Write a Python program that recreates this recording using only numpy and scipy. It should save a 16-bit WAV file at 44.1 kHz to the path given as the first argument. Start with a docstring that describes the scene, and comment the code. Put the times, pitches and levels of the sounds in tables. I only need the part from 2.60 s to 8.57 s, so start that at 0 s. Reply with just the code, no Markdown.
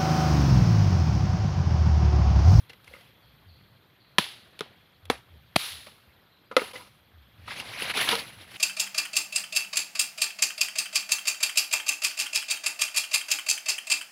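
"""A machete chops a green pole on a forest slope: noise cracks, ringing wood modes and low thuds.
Shaped hiss echoes each blow from the trunks. Sticks knock and drag through dry leaves: snaps and rubbing noise.
Gliding tones make soft low thumps and a far bird; narrow noise bands make insects.
Low noise makes the wind, and broad noise the far foliage.
A phone microphone with a hollow near 7.7 kHz and a peak near 10 kHz hears it all."""
import sys
import numpy as np
from scipy import signal
from scipy.fft import rfft, irfft, next_fast_len
from scipy.io import wavfile
from scipy.ndimage import uniform_filter1d, map_coordinates

SR = 44100
rng = np.random.default_rng(int(sys.argv[2]) if len(sys.argv) > 2 else 0)


def wrap_up_sound(samples):
    """Save the sound to the file named by the first command line argument, as 16-bit audio."""
    columns = np.atleast_2d(samples).T
    # keep every value between -1 and 1, then stretch to whole-number steps
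    tamed = np.clip(columns, -1, 1)
    steps = np.round(tamed * 32767).astype(np.int16)
    wavfile.write(sys.argv[1], SR, steps)


N = 263277

# All levels are those of the layers before the microphone.
# bites of the blade: t/s, crack peak level/dB (nominal), crack length/s, crack tilt/(dB per octave),
# crack dull above f/Hz, lowest mode level/dB, lowest mode f/Hz, upper modes level/dB, favoured f/Hz,
# ring scale (multiplies the ring times), thud level/dB, thud f/Hz
BLADE_BITES = [(1.5836, -1, 0.0079, 0.3, 59900, -12.5, 548, -12.5, 1400, 0.34, -10, 206),
               (1.5853, -13, 0.0044, -3.5, 60500, -16, 331, -6, 900, 0.5, -18.5, 126.3),
               (2.008, -13, 0.0016, 1, 25000, -21, 431, -18, 1430, 0.58, -32, 157),
               (2.5, -7.5, 0.0051, -0.3, 40000, -11, 468, -6, 794, 0.54, -19, 247),
               (2.9595, -7, 0.0021, 0.5, 60000, -42, 680, -40, 2800, 0.14, -42, 157.2),
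               (2.9618, -2.5, 0.0072, 1.1, 60500, -2, 650, -36, 1450, 0.2, -7, 159),
               (3.966, -2.5, 0.0079, 7.8, 8100, -6, 513, -6.5, 1600, 1, -31, 265)]
# sticks knocking on wood or ground: t/s, tick peak level/dB (nominal), lowest mode level/dB,
# lowest mode f/Hz, upper modes level/dB, favoured f/Hz, ring scale (multiplies the ring times)
STICK_KNOCKS = [(0.096, -38, -49, 468, -39, 2250, 1.14), (0.132, -41.5, -56, 490, -41, 2200, 0.9),
                (0.244, -41, -75, 520, -70, 2850, .9), (0.277, -43, -52, 510, -36.5, 2160, 0.72),
                (0.311, -64, -45.5, 520, -62, 1300, 0.95), (0.337, -48, -39.5, 517, -32, 2080, 0.71),
                (0.346, -62, -55, 536, -45.5, 1360, 2.2), (0.364, -57, -47, 545, -43, 2100, 0.99),
                (0.383, -58, -49, 540, -51, 1300, 1.1), (0.409, -47, -56, 706, -50, 2200, 1.9),
                (1.9912, -27, -66, 509, -59, 2500, 0.46), (2.454, -38, -55, 490, -45.5, 1970, 0.68),
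                (3.269, -42, -41, 597, -43, 1290, 0.69), (3.913, -47, -31, 504, -29.5, 1260, 0.8),
                (3.922, -48, -40, 500, -34, 1280, 1.5), (3.994, -40, -36.5, 480, -19, 1970, 0.65),
                (4.017, -38, -22, 430, -19, 1360, 0.54), (4.134, -37, -41.5, 512, -44.5, 1030, 4.4),
                (4.156, -42, -40, 513, -32.5, 2070, 1.6), (4.207, -54, -49.5, 503, -45, 1300, 1.8),
                (4.879, -45, -54, 447, -28, 1520, 0.78), (5.221, -25.5, -24.5, 460, -14, 2570, 0.38),
                (5.373, -18.5, -27, 414, -27, 1490, 0.95), (5.413, -15, -31, 440, -22, 1990, 0.46),
                (5.4893, -10, -48, 444, -36, 2500, 0.29), (5.515, -35, -40, 447, -16, 2800, 0.28),
                (5.527, -24, -25, 461, -22.5, 1060, 2.87), (5.553, -16, -59, 444, -46, 2980, 0.52),
                (5.597, -28, -45, 450, -31, 2500, .4)]
# upper modes of the pole: f/Hz (before a small random shift in a blow), level/dB, t60/s at ring scale 1
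POLE_MODES = [(773, -2, .03), (992, 0, 0.027), (1254, -3.5, 0.039), (1382, -6.5, 0.041),
              (2070, -2.5, 0.038), (2216, -7, 0.017), (2795, -2.5, 0.033), (4050, -3.5, 0.015)]
# colour of splitting fibres: f/Hz, level/dB (per Hz)
CRACK_COLOUR = [(300, -7.5), (1500, -11.5), (3200, -5.5), (4200, -9.5), (6000, -22), (10400, -28.5),
                (15000, -33)]
# hiss from trunks and flying chips after each blow; the slow swell at 2.968 s is the cut piece falling into the
# leaves: t/s, level/dB before the near boost, swell time constant/s, t60/s, # tilt/(dB per octave), lift of the
# strongest band/dB
ECHO_HISSES = [(1.586, -30.5, 0.004, 0.52, 3, 10.5), (1.992, -57, 0.011, 0.18, 4, 16),
               (2.006, -44.5, 0.0017, 0.3, -2, 8.5), (2.499, -33, 0.0017, 0.24, 0.5, 2.5),
               (2.968, -25, 0.055, 0.62, 5.5, 8), (3.263, -46.5, 0.0083, 0.11, -1, 3),
               (3.912, -48, 0.0027, 0.2, -2.5, 4.5), (3.971, -32, 0.0012, 0.26, -2, 0)]
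# answer of the trunks: f/Hz, level/dB (per Hz)
TRUNK_COLOUR = [(100, -44), (250, -4.5), (800, -3.5), (2000, -5), (3100, -10), (4400, -11), (6000, -18),
                (8000, -21.5), (11000, -23.5), (15800, -33)]
# three passages of sticks and hands in dry leaves, each with rows of:
# t/s, level/dB, fizz over it/dB, dull scrape over it/dB
LEAF_PASSAGES = [
    [(0.0, -64, -3, -7), (0.085, -84, -4, -8), (0.1, -59.5, -27, 0), (0.182, -82, -3, -6),
     (0.27, -68, -14, -4), (0.334, -60.5, -7, 3.5), (0.472, -68, -10, 2), (0.55, -82, -29, 7)],
    [(3.98, -45.5, -6, 5), (4.118, -55.5, -4, 0.5), (4.128, -65, -7, -4), (4.138, -51.5, -5, -6),
     (4.162, -49.5, -10, 3), (4.192, -56.5, -6.5, -1.5), (4.45, -83.5, -4, -11)],
    [(4.75, -88, -16, -2), (4.868, -58, -16, 1.3), (4.916, -44, -13, 7), (4.95, -50, -15, .1),
     (5.0, -44, -12, 2.2), (5.042, -45, -18, -7), (5.17, -46, -9.5, 7), (5.222, -40, -6.5, 4.5),
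     (5.314, -44.5, -10, 7.5), (5.33, -51.5, -12, -0.5), (5.37, -36.5, -10, 7), (5.466, -38.5, -2.5, 1.2),
     (5.49, -29, -13, 1.5), (5.754, -61, -3.5, -0.3), (5.816, -54, -9, 1.1), (5.856, -66, -1, 2),
     (5.97, -51.5, -6.5, 6)],
]
# colour of each passage, relative to its level: weight/dB, scraped wood/dB, crisp/dB
PASSAGE_COLOURS = [(-5.5, -19, -7.5), (-3, -2.5, -3.5), (-5, -13.5, -6.5)]
# crushed leaves: t/s, level over the rustle/dB, length scale/s
LEAF_CRUNCHES = [(0.103, 10.5, 0.013), (0.13, 4, .005), (0.276, 11.5, 0.0087), (4.881, 7, .01),
                 (4.971, 4.5, 0.02), (5, 4.5, 0.0066), (5.192, 0.5, .011), (5.226, 3, 0.0047),
                 (5.302, 8, 0.016), (5.343, 8.5, 0.013), (5.376, 5.5, 0.012), (5.417, 4, 0.015),
                 (5.45, 2.2, 0.01), (5.517, 6.5, 0.011), (5.593, 3, 0.023), (5.925, 3, 0.022)]
# leaf litter: f/Hz, level/dB (per Hz)
LITTER_COLOUR = [(80, -17), (200, -6.5), (600, -9.5), (1300, -9.5), (2500, -1.5), (4500, -0.5), (7000, -8),
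                 (11000, -6.5), (15800, -11.5)]
# soft low thumps that sag in pitch: t/s, level/dB, start f/Hz, length/s
LOW_THUMPS = [(0.01, -48, 102, 0.045), (0.284, -47, 77, 0.093), (0.643, -53, 76, 0.2),
              (0.847, -44.5, 102.4, 0.14), (2.427, -42, 99.5, 0.18), (2.7, -41.5, 91.4, 0.12),
              (3.096, -47.5, 97, 0.16), (3.469, -52, 78.4, 0.045), (4.523, -45.5, 93, 0.17),
              (4.774, -43, 98, .13), (5.076, -48, 120, 0.072), (5.762, -49, 113, 0.12)]
# a far bird: t/s, level/dB before the direct and smeared parts are mixed, start f/Hz, end f/Hz
BIRD_CHIRPS = [(0.61, -68, 5000, 3950), (0.872, -61, 5000, 3890), (1.39, -64, 4950, 3810),
               (3.7, -66, 3500, 4450), (3.85, -73, 4820, 4720)]
# insect bands: f/Hz, width/Hz, level/dB around which the song wavers
INSECT_BANDS = [(3300, 210, -73.5), (12400, 300, -88), (13300, 470, -77), (13920, 40, -91.5)]
# loudness of the wind: t/s, level/dB
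WIND_LEVELS = [(0.0, -61), (1.03, -58.5), (1.35, -63), (2.39, -63), (2.63, -57.5), (3.32, -60),
               (3.72, -67.5), (4.04, -57.5), (4.57, -64.5), (4.87, -53), (5.3, -52), (5.6, -54.5),
               (5.97, -57.5)]
# murmur of the wind: f/Hz, level/dB (per Hz)
WIND_COLOUR = [(20, -40.5), (45, -9.5), (80, -7.5), (120, -6), (200, -19), (400, -54)]
# loudness of the far forest, around which it wavers: t/s, level/dB
FOREST_LEVELS = [(0, -60.5), (1.4, -63), (2.01, -58), (2.4, -62.5), (3.4, -60.5), (4.1, -65.5),
                 (4.85, -60.5), (5.97, -54.5)]
# far forest: f/Hz, level/dB (per Hz)
FOREST_COLOUR = [(60, -26.5), (110, -7.5), (200, -5), (350, -9), (800, -12), (1600, -12), (2800, -15),
                 (4100, -15), (5000, -25.5), (5800, -31), (8000, -36.5), (12000, -42), (15800, -48)]
# hollow and peak of the microphone port: f/Hz, width/Hz, level/dB
MIC_RESONANCES = [(7710, 3800, -4), (10335, 1550, 11.5)]

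TICK_S, TICK_TILT_DB, TICK_DULL_HZ = 0.0087, 3, 29700  # the crack of a stick knock; tilt per octave
KNOCK_THUD_DB, KNOCK_THUD_HZ = -14, 203.3  # thud level relative to the lowest mode
CRACK_CREST_DB, BITE_DB = 7.5, -4  # crack peak over rms; the edge's ping relative to the crack peak
BLOW_BASS_HZ = 66  # the blows carry little sound below this
STRONGEST_HZ = 3545  # centre of the lifted echo band
NEAR_DB, NEAR_T60_S = 4.5, 0.07  # the nearest trunks answer louder and die first
CRUSH_SHARE, RELAX_SHARE = 0.54, 1.4  # rise and fall of a crunch, as shares of its length scale
SAG_OCT_PER_S = 4.7
CHIRP_S = 0.04
SONG_END_S = 4.86  # the insects fall silent
TOP_HZ = 15700  # upper band limit


def blows():
    """Fibres crack, the pole rings the modes that the struck spot favours, the soil takes a damped push."""
    out, t = np.zeros(N), np.arange(SR // 5) / SR

    def ring(hz, t60):
        """A mode dies away by 60 dB in t60 seconds, after a soft start."""
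        return amp(-60 * t / t60) * np.sin(2 * np.pi * hz * t) * (1 - np.exp(-t / 0.001))

    knocks = [(s, tick_db, TICK_S, TICK_TILT_DB, TICK_DULL_HZ, low_db, low_hz, upper_db, spot_hz,
               scale, low_db + KNOCK_THUD_DB, KNOCK_THUD_HZ)
              for s, tick_db, low_db, low_hz, upper_db, spot_hz, scale in STICK_KNOCKS]
    for (s, crack_db, length, tilt_db, dull_hz, low_db, low_hz, upper_db, spot_hz,
         scale, thud_db, thud_hz) in BLADE_BITES + knocks:
        splinters = np.exp(-(t / length) ** 1.55 * 2.25) * (1 - np.exp(-t / 0.0003))
        noise = coloured(rng.standard_normal(len(t)), CRACK_COLOUR, tilt_db)
        crack = amp(crack_db - CRACK_CREST_DB) * splinters * noise
        crack = filtered(crack, lambda f: 1 / (1 + 1j * f / dull_hz) ** 4)

        # each blow varies the mode levels and pitches a little
        luck = rng.standard_normal((len(POLE_MODES), 2))
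        upper = np.zeros(len(t))
        for (hz, db, t60), (level_luck, pitch_luck) in zip(POLE_MODES, luck):
            spot_db = -24 * np.log2(hz / spot_hz) ** 2  # modes far from the favoured pitch are weak
            mode = ring(hz * (1 + 0.019 * pitch_luck), t60 * scale)
            upper += amp(db + 1.5 * level_luck + spot_db) * mode
        wood = amp(low_db) * ring(low_hz, 0.06 * scale) + amp(upper_db) * upper

        # the edge meets hard fibres with a very short ping
        bite_hz = 3500 * (1 + 0.072 * luck[0, 1])
        bite = amp(crack_db + BITE_DB - 60 * t / 0.0027) * np.sin(2 * np.pi * bite_hz * t)
        thud = amp(thud_db) * ring(thud_hz, 0.091 * scale)
        add(out, s, crack - bite + wood - thud)
    return filtered(out, lambda f: (1j * f / (BLOW_BASS_HZ + 1j * f)) ** 2)


def echoes():
    """Scattered hiss that swells and dies after a blow, the treble very slightly slower to die."""
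    out, t = np.zeros(N), np.arange(SR) / SR
    chips = grains(count=9000, hz=4660, spread=0.7, cycles=1.44, uneven_db=2.0)
    spray = patchy(rng.standard_normal(N) + 0.41 * chips, depth_db=0.4) * amp(0.6 * wobble(90))
    for s, db, swell, t60, tilt_db, lift_db in ECHO_HISSES:
        def lift(hz):
            octaves = np.log2(hz / STRONGEST_HZ + 0.0074)
            return amp(lift_db * np.exp(-(octaves / 0.58) ** 2))

        lifted = filtered(spray[round(s * SR):][:SR], lift)
        hiss = coloured(lifted, TRUNK_COLOUR, tilt_db)
        high = filtered(hiss, lambda hz: hz ** 2 / (hz ** 2 + 6000 ** 2))
        fading = (hiss - high) * amp(-60 * t / t60) + high * amp(-60 * t / (1.005 * t60))
        near = 1 + amp(NEAR_DB - 60 * t / NEAR_T60_S)
        add(out, s, amp(db) * (1 - np.exp(-t / swell)) * fading * near)
    return out


def leaves():
    """Brittle snaps over friction hiss, clumped into crunches; the same rubbing sounds the stick's modes."""
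    t = np.arange(N) / SR
    snaps = grains(count=20000, hz=3820, spread=0.78, cycles=4.0, uneven_db=2.5)
    rubbing = patchy(rng.standard_normal(N) + 0.5 * snaps, depth_db=2.0)
    litter = coloured(rubbing, LITTER_COLOUR)

    # split the litter into four bands, from low to high
    under = [filtered(litter, lambda f: 1 / (1 + (f / edge_hz) ** 4)) for edge_hz in (1200, 3200, 6500)]
    body, dull = unit(under[0]), unit(under[1] - under[0])
    crisp, fizz = unit(under[2] - under[1]), unit(litter - under[2])

    modes = [(541, 0.0035, 0.066)] + POLE_MODES  # f/Hz, level/dB, t60/s

    def stick_response(f):
        return sum(amp(db) * 1j * f / t60 / (hz * hz - f * f + 2.2j * f / t60) for hz, db, t60 in modes)

    stick = unit(filtered(rubbing, stick_response))

    crush_db = np.zeros(N)
    for s, db, length in LEAF_CRUNCHES:
        share = np.where(t < s, CRUSH_SHARE, RELAX_SHARE)
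        crush_db += db * np.exp(-((t - s) / share / length) ** 2)

    out = np.zeros(N)
    for rows, (weight_db, wood_db, crisp_db) in zip(LEAF_PASSAGES, PASSAGE_COLOURS):
        db, fizz_db, scrape_db = curves(rows)
        moving = (t >= rows[0][0]) & (t <= rows[-1][0])
        rustle = amp(scrape_db) * dull + amp(crisp_db) * crisp + amp(fizz_db) * fizz
        handling = amp(weight_db) * body + amp(wood_db) * stick
        out += moving * amp(db) * (rustle + handling)
    return out * amp(crush_db + 1.5 * wobble(60))


def thumps():
    """Soft low tones whose pitch sags as they swell and fade."""
    out = np.zeros(N)
    for s, db, start_hz, length in LOW_THUMPS:
        end_hz = start_hz * 2 ** (-SAG_OCT_PER_S * length)
        add(out, s, amp(db) * glide(start_hz, end_hz, length, lean=0.61))
    return out


def bird():
    """Short gliding chirps, smeared among the trunks by a dying noise tail."""
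    chirps, t = np.zeros(N), np.arange(SR // 2) / SR
    for s, db, start_hz, end_hz in BIRD_CHIRPS:
        add(chirps, s, amp(db) * glide(start_hz, end_hz, CHIRP_S, lean=1.4))
    tail = amp(-60 * t / 1.1) * rng.standard_normal(len(t))
    smeared = signal.fftconvolve(chirps, tail / np.linalg.norm(tail))[:N]
    return amp(-3) * chirps + amp(8) * smeared


def insects():
    """Narrow noise bands waver slowly in level, then stop with a brief fade."""
    song = np.zeros(N)
    for hz, width, db in INSECT_BANDS:
        band = unit(filtered(rng.standard_normal(N), lambda f: np.exp(-((f - hz) / width) ** 2)))
        song += amp(db + 2.2 * wobble(1.6)) * band
    return song * np.clip((SONG_END_S - np.arange(N) / SR) / 0.021, 0, 1)


def wind():
    """Low noise follows the gusts on the microphone."""
    return amp(curves(WIND_LEVELS)[0]) * coloured(rng.standard_normal(N), WIND_COLOUR)


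def far_foliage():
    """Patchy broad noise for distant leaves, slowly varying in level."""
    rustle = coloured(patchy(rng.standard_normal(N), depth_db=2.5), FOREST_COLOUR)
    return amp(curves(FOREST_LEVELS)[0] + 0.19 * wobble(4.7)) * rustle


def glide(start_hz, end_hz, length, lean):
    """A soft-edged tone slides between two pitches; lean under 1 peaks early, over 1 late."""
    u = np.arange(int(length * SR)) / (length * SR)
    pitch = start_hz * (end_hz / start_hz) ** u
    return np.sin(np.pi * u ** lean) ** 0.98 * np.sin(2 * np.pi * np.cumsum(pitch) / SR)


def grains(count, hz, spread, cycles, uneven_db):
    """Tiny brittle snaps: damped sines of scattered pitch and size at random moments."""
    luck, t = rng.random((count, 2)), np.arange(128) / SR
    pitch = np.clip(hz * np.exp(spread * rng.standard_normal((count, 1))), 300, 15000)
    size = amp(-uneven_db * np.log(luck[:, 1:] + 0.0078))  # a few snaps are much louder
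    snaps = size * np.exp(-t * pitch / cycles) * np.sin(2 * np.pi * pitch * t)
    where = (luck[:, :1] * N).astype(int) + np.arange(128)
    return unit(np.bincount(where.ravel(), snaps.ravel(), N + 128)[:N])


def patchy(x, depth_db):
    """Small random patches of time and pitch come out louder or softer."""
    z = signal.stft(x, nperseg=256)[2]
    field = uniform_filter1d(rng.standard_normal(z.shape), size=4, axis=0)
    field = uniform_filter1d(field, size=4, axis=1)
    return signal.istft(z * amp(depth_db * unit(field)), nperseg=256)[1][:len(x)]


def amp(db):
    """Turns dB into a plain multiplier."""
    return 10 ** (np.asarray(db) / 20)


def unit(x):
    """Scales x to rms 1."""
    return x / np.sqrt(np.mean(x ** 2) + 1e-20)


def along(points, hz):
    """Reads a curve of (f/Hz, value) points on a log pitch axis."""
    f, v = np.transpose(points)
    return np.interp(np.log(hz + 1), np.log(f + 1), v)


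def curves(rows):
    """One value per sample for each column after the time."""
    s, *cols = np.transpose(rows)
    return [np.interp(np.arange(N) / SR, s, c) for c in cols]


def wobble(rate):
    """A smooth random curve, with rate knots a second."""
    knots = rng.standard_normal(int(N * rate / SR) + 4)
    return map_coordinates(knots, [np.arange(N) * rate / SR])


def filtered(x, response):
    """Shapes the spectrum of x by a response that depends on frequency."""
    m = next_fast_len(len(x) + 8192)  # room for the filter's tail
    return irfft(rfft(x, m) * response(np.fft.rfftfreq(m, 1 / SR)), m)[:len(x)]


def coloured(x, spectrum, tilt_db=0):
    """Shapes x by a spectrum tilted about 3 kHz, in dB per octave, then scales it to rms 1."""
    def response(hz):
        return amp(along(spectrum, hz) + tilt_db * np.log2(hz / 3000 + 0.018))
    return unit(filtered(x, response))


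def add(track, s, sound):
    """Mixes a sound into a track at s seconds."""
    part = track[round(s * SR):][:len(sound)]
    part += sound[:len(part)]


def scene():
    """All layers together, from the chopping to the background."""
    near = blows() + echoes() + leaves() + thumps()
    far = bird() + insects() + wind() + far_foliage()
    return (near + far)[None]


def record(dry):
    """Port resonances, a bass cut, and almost nothing above the band limit."""
    def response(f):
        gain = (1j * f / (55 + 1j * f)) ** 3
        for hz, width, db in MIC_RESONANCES:
            spring = hz * hz - f * f
            damping = 1j * f * width
            gain = gain * (spring + damping * amp(db / 2)) / (spring + damping / amp(db / 2))
        return gain / (1 + (f / TOP_HZ) ** 120)
    return filtered(dry[0], response)[None]


dry = scene()
out = record(dry)
wrap_up_sound(out)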